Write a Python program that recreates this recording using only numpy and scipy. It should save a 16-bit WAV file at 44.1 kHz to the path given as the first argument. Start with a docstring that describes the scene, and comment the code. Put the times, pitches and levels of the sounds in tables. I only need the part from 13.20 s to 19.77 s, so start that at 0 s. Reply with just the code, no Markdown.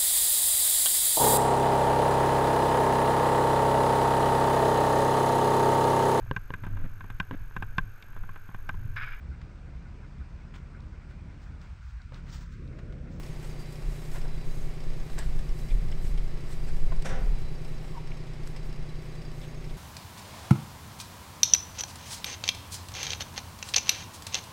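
"""A three-cylinder diesel engine idles outside a lambing shed, droning, knocking and ticking.
Thin, high whines waver over it. At a pen close by, feet rustle and snap the straw, and feeding lambs
make wet smacks and a squeak as air slips past the teat; there is one low, hollow tap like a hoof or boot.
A hurdle (a fence panel) is knocked once and echoes under the roof.
The camera sways and is bumped softly, which adds a deep rumble."""
import sys
import numpy as np
from scipy import signal
from scipy.fft import rfft, irfft, next_fast_len
from scipy.io import wavfile
from scipy.ndimage import map_coordinates

SR = 44100
rng = np.random.default_rng(int(sys.argv[2]) if len(sys.argv) > 2 else 0)


def wav_out(sig):
    """Save sig, one row per channel (or a flat mono array), as 16-bit PCM at SR to the path in sys.argv[1]."""
    wavfile.write(sys.argv[1], SR, np.round(np.clip(np.atleast_2d(sig).T, -1, 1) * 32767).astype(np.int16))


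N = 289721
TIME = np.arange(N) / SR

# Engine speed; in one cycle every cylinder fires once: time_s, cycles_per_s
IDLE_SPEED = [(0, 10.153), (1, 10.186), (2, 10.199), (4, 10.195), (6.5, 10.189)]


def amp(db):
    """Turn decibels into a number to multiply by."""
    return 10 ** (np.asarray(db) / 20)


def unit(x):
    """Scale a sound so its average strength (rms) is 1."""
    return x / np.sqrt(np.mean(x ** 2) + 1e-20)


def along(points, hz):
    """Read between (pitch_hz, value) points, with octaves evenly spaced."""
    pitches, values = np.transpose(points)
    return np.interp(np.log(hz + 1e-6), np.log(pitches), values)


def curves(rows):
    """Turn rows that start with a time into one curve for each other column."""
    times, *columns = np.transpose(rows)
    return [np.interp(TIME, times, column) for column in columns]


def wobble(rate):
    """A smooth curve through `rate` random values a second."""
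    values = rng.standard_normal(int(N * rate / SR) + 4)
    return np.interp(TIME, TIME[::32], map_coordinates(values, [TIME[::32] * rate]))


def die_away(t, fade_s):
    """A fade that falls by 60 dB in fade_s seconds."""
    return np.exp(-np.log(1000) * t / fade_s)


def coloured(x, spectrum, tilt_db=0):
    """Set a sound's bass and treble, at strength 1; tilt_db is added per octave above 500 Hz."""
    size = next_fast_len(len(x))
    hz = np.fft.rfftfreq(size, 1 / SR)
    octaves = np.log2(np.maximum(hz, 500) / 1000)
    gain = amp(along(spectrum, hz) + tilt_db * octaves)
    return unit(irfft(rfft(x, size) * gain, size)[:len(x)])


def noise(spectrum, size=N, tilt_db=0):
    """Noise of strength 1 with the given balance of bass and treble."""
    return coloured(rng.standard_normal(size), spectrum, tilt_db)


def add(track, start_s, sound):
    """Mix a sound into the track at start_s."""
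    part = track[max(round(start_s * SR), 0):][:len(sound)]
    part += sound[:len(part)]


def camera_handling(rumble_db=-15.5, rumble_growth=1.12, rub_db=-16):
    """The camera rocks and rumbles as it moves; bumps make its mount shudder and rub."""
    # How strongly the camera sways: time_s, level_db
    movement = [(0, -29), (.55, -41.5), (1.25, -23.5), (1.57, -33), (2.15, -23), (3.3, -28), (3.72, -20),
                (3.95, -30), (4.2, -26), (4.6, -33), (5.6, -30), (6, -39.5), (6.57, -34.5)]
    # Tone of the sway, the rumble and the rubbing: pitch_hz, relative_db
    sway_tone = [(1, -49), (5, -3.5), (9, -20.5), (13, 3), (19, -9), (26, -13), (40, -27.5), (80, -86),
                 (200, -120)]
    rumble_tone = [(10, -2), (30, 1), (45, 3.5), (62, -2.5), (76, -22), (100, -7), (185, -22.5), (260, -45),
                   (600, -53), (2000, -120)]
    rub_tone = [(20, -2.5), (55, 8.5), (78, -13.5), (100, 1), (140, -15), (190, -9), (250, -24), (600, -56),
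                (2000, -120)]
    # Soft bumps: peak_s, level_db, pitch_hz, half_length_s
    bumps = [(0.684, -25.5, 34, 0.057), (2.058, -30.5, 51, 0.089), (2.202, -25.5, 33.3, 0.045),
             (2.574, -16, 31.4, 0.041), (2.94, -20.5, 28.8, 0.084), (3.973, -29, 33.5, 0.033),
             (4.095, -18.5, 29.7, 0.081), (5.529, -42, 29.6, 0.068)]
    sway_db, = curves(movement)
    rumble_gain = amp(sway_db.mean() + rumble_db + rumble_growth * (sway_db - sway_db.mean()))
    out = amp(sway_db) * noise(sway_tone) + rumble_gain * noise(rumble_tone)
    rub = amp(rub_db) * noise(rub_tone)
    for peak_s, db, hz, half_length_s in bumps:
        t = TIME - peak_s
        shudder = np.exp(-(t / half_length_s) ** 2) * np.cos(2 * np.pi * hz * t)
        out += amp(db) * (shudder + np.exp(-np.abs(t) / (2 * half_length_s)) * rub)
    return out


def shed_echo(x, build_s=0.034):
    """Echoes from the roof and far walls build up, then die away, the treble first."""
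    # How long the echo lasts: pitch_hz, fade_s
    echo_times = [(150, 0.546), (600, 0.84), (2000, 0.53), (4000, 0.42), (8000, 0.24), (14000, 0.091)]
    hz, t, bands = signal.stft(rng.standard_normal(SR), SR, nperseg=256)
    shape = die_away(t, along(echo_times, hz)[:, None]) * (1 - np.exp(-(t / build_s) ** 2))
    tail = signal.istft(bands * shape, SR, nperseg=256)[1]
    return signal.fftconvolve(x, tail / np.linalg.norm(tail))[:N]


def straw_rustle(grain_db=2.0, fidget_db=1.5, rise_share=0.42):
    """Many tiny stalks rub together, swelling each time a foot sweeps through."""
    # The faint rustle, which dips as the lambs settle to feed: time_s, level_db
    restlessness = [(0, -64), (1.6, -68), (2.4, -61), (3.1, -67), (3.7, -64), (5.05, -77.5), (6.57, -68.5)]
    # Sweeps of a foot: peak_s, level_db, length_s
    sweeps = [(0.042, -61.5, 0.12), (0.263, -61, 0.11), (0.407, -59, 0.033), (0.533, -63, .08),
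              (0.793, -59.5, 0.29), (0.944, -55.5, 0.072), (1.355, -60, 0.24), (1.87, -64.5, 0.25),
              (2.86, -59.5, .11), (3.32, -62, 0.08), (3.865, -61, 0.039), (4.05, -65, 0.11),
              (4.2, -62.5, 0.049), (4.335, -67, .03), (4.475, -65, 0.12), (4.675, -65.5, 0.15),
              (5.286, -64, .08), (5.465, -64, .05), (5.85, -67, 0.14), (6.194, -63, .16),
              (6.545, -63, 0.097)]
    # Tone of the rustle: pitch_hz, relative_db
    straw_tone = [(300, 6), (1000, 4), (2500, 5.5), (5000, 2), (6500, 7), (8200, 9.5), (10000, 3.5),
                  (13000, 3.5), (15500, -0.5)]
    power = amp(curves(restlessness)[0] + fidget_db * wobble(18)) ** 2
    for peak_s, db, length_s in sweeps:
        width_s = length_s * np.where(TIME < peak_s, rise_share, 1 - rise_share)
        power += amp(db) ** 2 * np.exp(-np.minimum(((TIME - peak_s) / width_s) ** 2, 20))
    grains = rng.standard_normal(N) * amp(grain_db * wobble(900))
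    return np.sqrt(power) * coloured(grains, straw_tone)


def straw_snaps():
    """Stalks bend, give way and settle."""
    # Snaps, scuffs and steps: peak_s, level_db, rise_s, fade_s, brightness_db_per_octave
    snaps = [(0.251, -48, 0.012, 0.04, -3), (0.527, -55, .002, .04, 16), (0.962, -43.5, 0.019, .11, -5.5),
             (1.054, -48, 0.014, 0.16, -12), (1.9, -50, 0.0019, 0.044, -3),
             (1.985, -37, 0.005, 0.046, -4.5), (1.989, -37, 0.0013, 0.026, 6),
             (1.996, -43.5, 0.0042, 0.26, -3), (2.191, -47, 0.0029, 0.044, -3), (2.871, -55, 0.03, .1, 1),
             (3.33, -50.5, 0.03, 0.087, 0.5), (3.486, -49.5, 0.0098, 0.092, -1.5),
             (3.722, -43.5, 0.00084, 0.065, -6.5), (3.824, -43.5, .002, 0.018, 1),
             (5.274, -41.5, 0.00055, 0.021, 1), (6.24, -56, .02, .15, -2)]
    # Tone of a stalk: pitch_hz, relative_db
    stalk_tone = [(200, -19), (550, -0.5), (1000, 3.5), (1200, -2), (1620, 8), (2800, -0.5), (4350, 0.5),
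                  (5500, -1.5), (6700, -6), (8100, 4), (9500, -11), (13000, -14.5), (15500, -32)]
    out, t = np.zeros(N), np.arange(-SR // 8, SR // 4) / SR
    for peak_s, db, rise_s, fade_s, bright_db in snaps:
        shape = np.where(t < 0, np.exp(-np.abs(t) / rise_s), die_away(np.abs(t), fade_s))
        add(out, peak_s + t[0], amp(db) * shape * noise(stalk_tone, len(t), tilt_db=bright_db))
    return out


def hollow(hz, size, sharpness=4.75):
    """Noise narrowed around one pitch, as in a hollow such as a mouth."""
    b, a = signal.iirpeak(hz, sharpness, SR)
    hiss = signal.lfilter(b, a, rng.standard_normal(size))
    return unit(signal.lfilter(b, a, hiss))  # a second pass narrows it further


def sucking_and_tap(second_db=-3, roughness=0.53):
    """Air slips past the teat in wet smacks and a falling squeak; one low tap is like a hoof or boot."""
    # Smacks, and the tap at 3.726 s: peak_s, level_db, half_length_s, main_pitch_hz, second_pitch_hz
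    bursts = [(2.512, -50.5, 0.015, 2320, 3400), (2.726, -48, 0.007, 2230, 3160),
              (2.983, -53, .008, 2230, 3200), (3.726, -36.5, 0.0056, 1030, 610),
              (4.919, -45.5, 0.003, 2280, 2850), (6.237, -56, 0.024, 3450, 2770),
              (6.503, -52, 0.0078, 3280, 3950)]
    # The teat's squeak: time_s, pitch_hz, level_db
    squeak = [(4.735, 1145, -60), (4.752, 1077, -50), (4.77, 915, -46), (4.783, 950, -45), (4.8, 940, -66)]
    out, t = np.zeros(N), np.arange(-SR // 16, SR // 16) / SR
    for peak_s, db, half_length_s, main_hz, second_hz in bursts:
        burst = unit(hollow(main_hz, len(t)) + amp(second_db) * hollow(second_hz, len(t)))
        add(out, peak_s + t[0], amp(db) * np.exp(-(t / half_length_s) ** 2) * burst)
    pitch_hz, level_db = curves(squeak)
    tone = unit(np.sin(2 * np.pi * np.cumsum(pitch_hz) / SR) * (1 + roughness * wobble(400)))
    squeaking = (TIME > squeak[0][0]) & (TIME < squeak[-1][0])
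    return out + amp(level_db) * tone * squeaking


def hurdle_knock(ring_db=-5, crack_db=-0.5, rattle=0.023, rise_s=0.0028):
    """Each contact cracks and sets the hurdle ringing; its loose joints blur the notes."""
    # Three quick contacts that make one knock: start_s, level_db
    contacts = [(3.845, -39), (3.853, -33), (3.889, -42)]
    # The notes the hurdle rings at: pitch_hz, relative_db, fade_s
    notes = [(181.3, 7.5, 0.43), (366, -8.5, 0.13), (430, -2.5, 0.25), (573, -2, 0.12), (768, -9.5, 0.34),
             (997, -12.5, 0.24), (1320, -16, 0.12), (1740, -5, 0.13), (2160, -14, .15), (2620, -13, .12),
             (5540, -15, .06)]
    # Tone of the crack: pitch_hz, relative_db
    crack_tone = [(100, -24), (300, 2), (550, 8), (1050, -2), (1400, 2.5), (2000, 2), (2700, -3),
                  (3600, -8), (4700, -12), (5700, -5.5), (7000, -11.5), (8500, -12.5), (11000, -21.5),
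                  (15000, -42)]
    out, t = np.zeros(N), np.arange(SR // 2) / SR
    for start_s, db in contacts:
        sound = amp(crack_db) * die_away(t, fade_s=0.16) * noise(crack_tone, len(t))
        for hz, note_db, fade_s in notes:
            phase = 2 * np.pi * np.cumsum(hz * (1 + rattle * wobble(310)[:len(t)])) / SR
            sound += amp(ring_db + note_db) * die_away(t, fade_s) * np.sin(phase)
        add(out, start_s, amp(db) * (1 - np.exp(-t / rise_s)) * sound)
    return out


def whines(wander_db=1.3, flutter_db=4.0, drift_hz=15, swell_db=7, swell_half_s=0.12):
    """Three thin tones flutter quickly and swell now and then, each on its own."""
    # The low, middle and high whine: pitch_hz
    pitches = [3966, 4714, 6433]
    # How loud each is and when it swells: base_level_db, swell_times_s
    levels = [(-71.5, [1.2, 4.25]), (-72, [.43, 3.48, 6.03]), (-77, [.33, 1.35, 1.75, 2.42, 6.35])]
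    out = np.zeros(N)
    for hz, (db, swell_times) in zip(pitches, levels):
        phase = 2 * np.pi * np.cumsum(hz + drift_hz * wobble(150)) / SR
        swells = sum(np.exp(-((TIME - peak_s) / swell_half_s) ** 2) for peak_s in swell_times)
        waver = amp(wander_db * wobble(5) + flutter_db * wobble(50))
        out += amp(db + swell_db * swells) * unit(waver * np.sin(phase))
    return out


def exhaust(cycles, scatter_db=2, size=8192, tone_count=300):
    """Unequal cylinders throb once a cycle: a stack of tones whose timing the walls scramble."""
    # Tones that stand out: multiple_of_cycle_rate, level_db
    strong_tones = [(3, -41), (5, -71), (6, -51.5), (8, -58), (9, -63.5), (11, -56.5), (12, -47.5),
                    (14, -55.5), (15, -44.5), (16, -55.5), (21, -63.5), (23, -63), (25, -63), (28, -62.5),
                    (33, -61.5), (34, -69), (35, -63), (36, -59.5), (38, -64.5), (39, -64), (41, -63),
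                    (44, -67), (51, -64), (57, -76), (58, -68), (63, -67.5), (75, -68), (111, -70),
                    (120, -85)]
    # The weaker tones around them: pitch_hz, level_db
    weak_tones = [(20, -91), (75, -101), (110, -59), (250, -75.5), (500, -78), (800, -81), (1300, -83.5),
                  (2000, -87.5), (3000, -94.5)]
    # How far the walls shift a strong tone's timing (its phase): pitch_hz, share_0_to_1
    scramble = [(100, 0.15), (165, 0.19), (250, 1), (335, 0.38), (420, 0.32), (500, 0.99)]
    hz = np.arange(tone_count) * IDLE_SPEED[-1][1]
    level_db = along(weak_tones, hz) + scatter_db * rng.standard_normal(tone_count)
    phase = rng.uniform(-np.pi, np.pi, tone_count)
    for multiple, db in strong_tones:
        level_db[multiple] = db
        phase[multiple] *= along(scramble, hz[multiple])
    one_cycle = irfft(1j * amp(level_db) * np.exp(1j * phase), size) * size / np.sqrt(2)
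    return np.interp(cycles % 1, np.arange(size) / size, one_cycle)


def diesel_engine(fan_db=-50, knock_db=-62, tick_db=-67.5, scatter_db=2.6, unsteady=0.0017):
    """The exhaust drones, the fan rushes, and each of the three cylinders knocks and ticks as it fires."""
    # Tone of the clatter and the fan: pitch_hz, relative_db
    clatter_tone = [(40, 5.5), (80, -1.5), (170, 7.5), (230, -1), (400, 0), (600, -5.5), (1000, -9),
                    (1400, -12.5), (2100, -8), (3000, -14.5), (4400, -17), (5400, -17.5), (6000, -23),
                    (8200, -25), (10000, -31.5), (15500, -41)]
    # The thin ring of the ticking: pitch_hz, relative_db
    tick_tone = [(3500, -20), (4600, -24), (4950, -10.5), (5350, -10), (5500, -8), (5700, -33), (7200, -40),
                 (7900, -16), (9000, -41), (15000, -55)]
    cycles = np.cumsum(curves(IDLE_SPEED)[0]) / SR + unsteady * wobble(12)
    firing, progress = np.divmod(3 * cycles + 0.065, 1)  # progress runs 0 to 1 between firings
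    firing = firing.astype(int)
    cylinder_db = np.array([-4, 0, 0])[firing % 3]  # one cylinder is softer
    force = amp(cylinder_db + scatter_db * rng.standard_normal(firing.max() + 1)[firing])
    soft_start = 1 - np.exp(-progress / 0.026)  # distance rounds off each blow
    blows = unit(force * np.exp(-3.5 * progress) * soft_start)
    knocks = amp(knock_db) * blows * noise(clatter_tone, tilt_db=2.0)
    ticks = amp(tick_db) * blows * noise(tick_tone)
    fan = amp(fan_db + 0.3 * wobble(5.36)) * noise(clatter_tone)
    return exhaust(cycles) + fan + knocks + ticks


def scene():
    """Mix it all in one channel; the pen is close, while the hurdle is farther off and echoes more."""
    pen = straw_snaps() + sucking_and_tap()
    knock = hurdle_knock()
    echoes = shed_echo(amp(-23.5) * pen + amp(-6) * knock)
    return (diesel_engine() + whines() + straw_rustle() + pen + knock + echoes + camera_handling())[None]


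def record(dry):
    """Cut away the very highest treble."""
    top_hz = 15720
    size = next_fast_len(N + SR // 2)
    kept = np.fft.rfftfreq(size, 1 / SR) < top_hz
    return irfft(rfft(dry, size) * kept, size)[:, :N]


dry = scene()
out = record(dry)
wav_out(out)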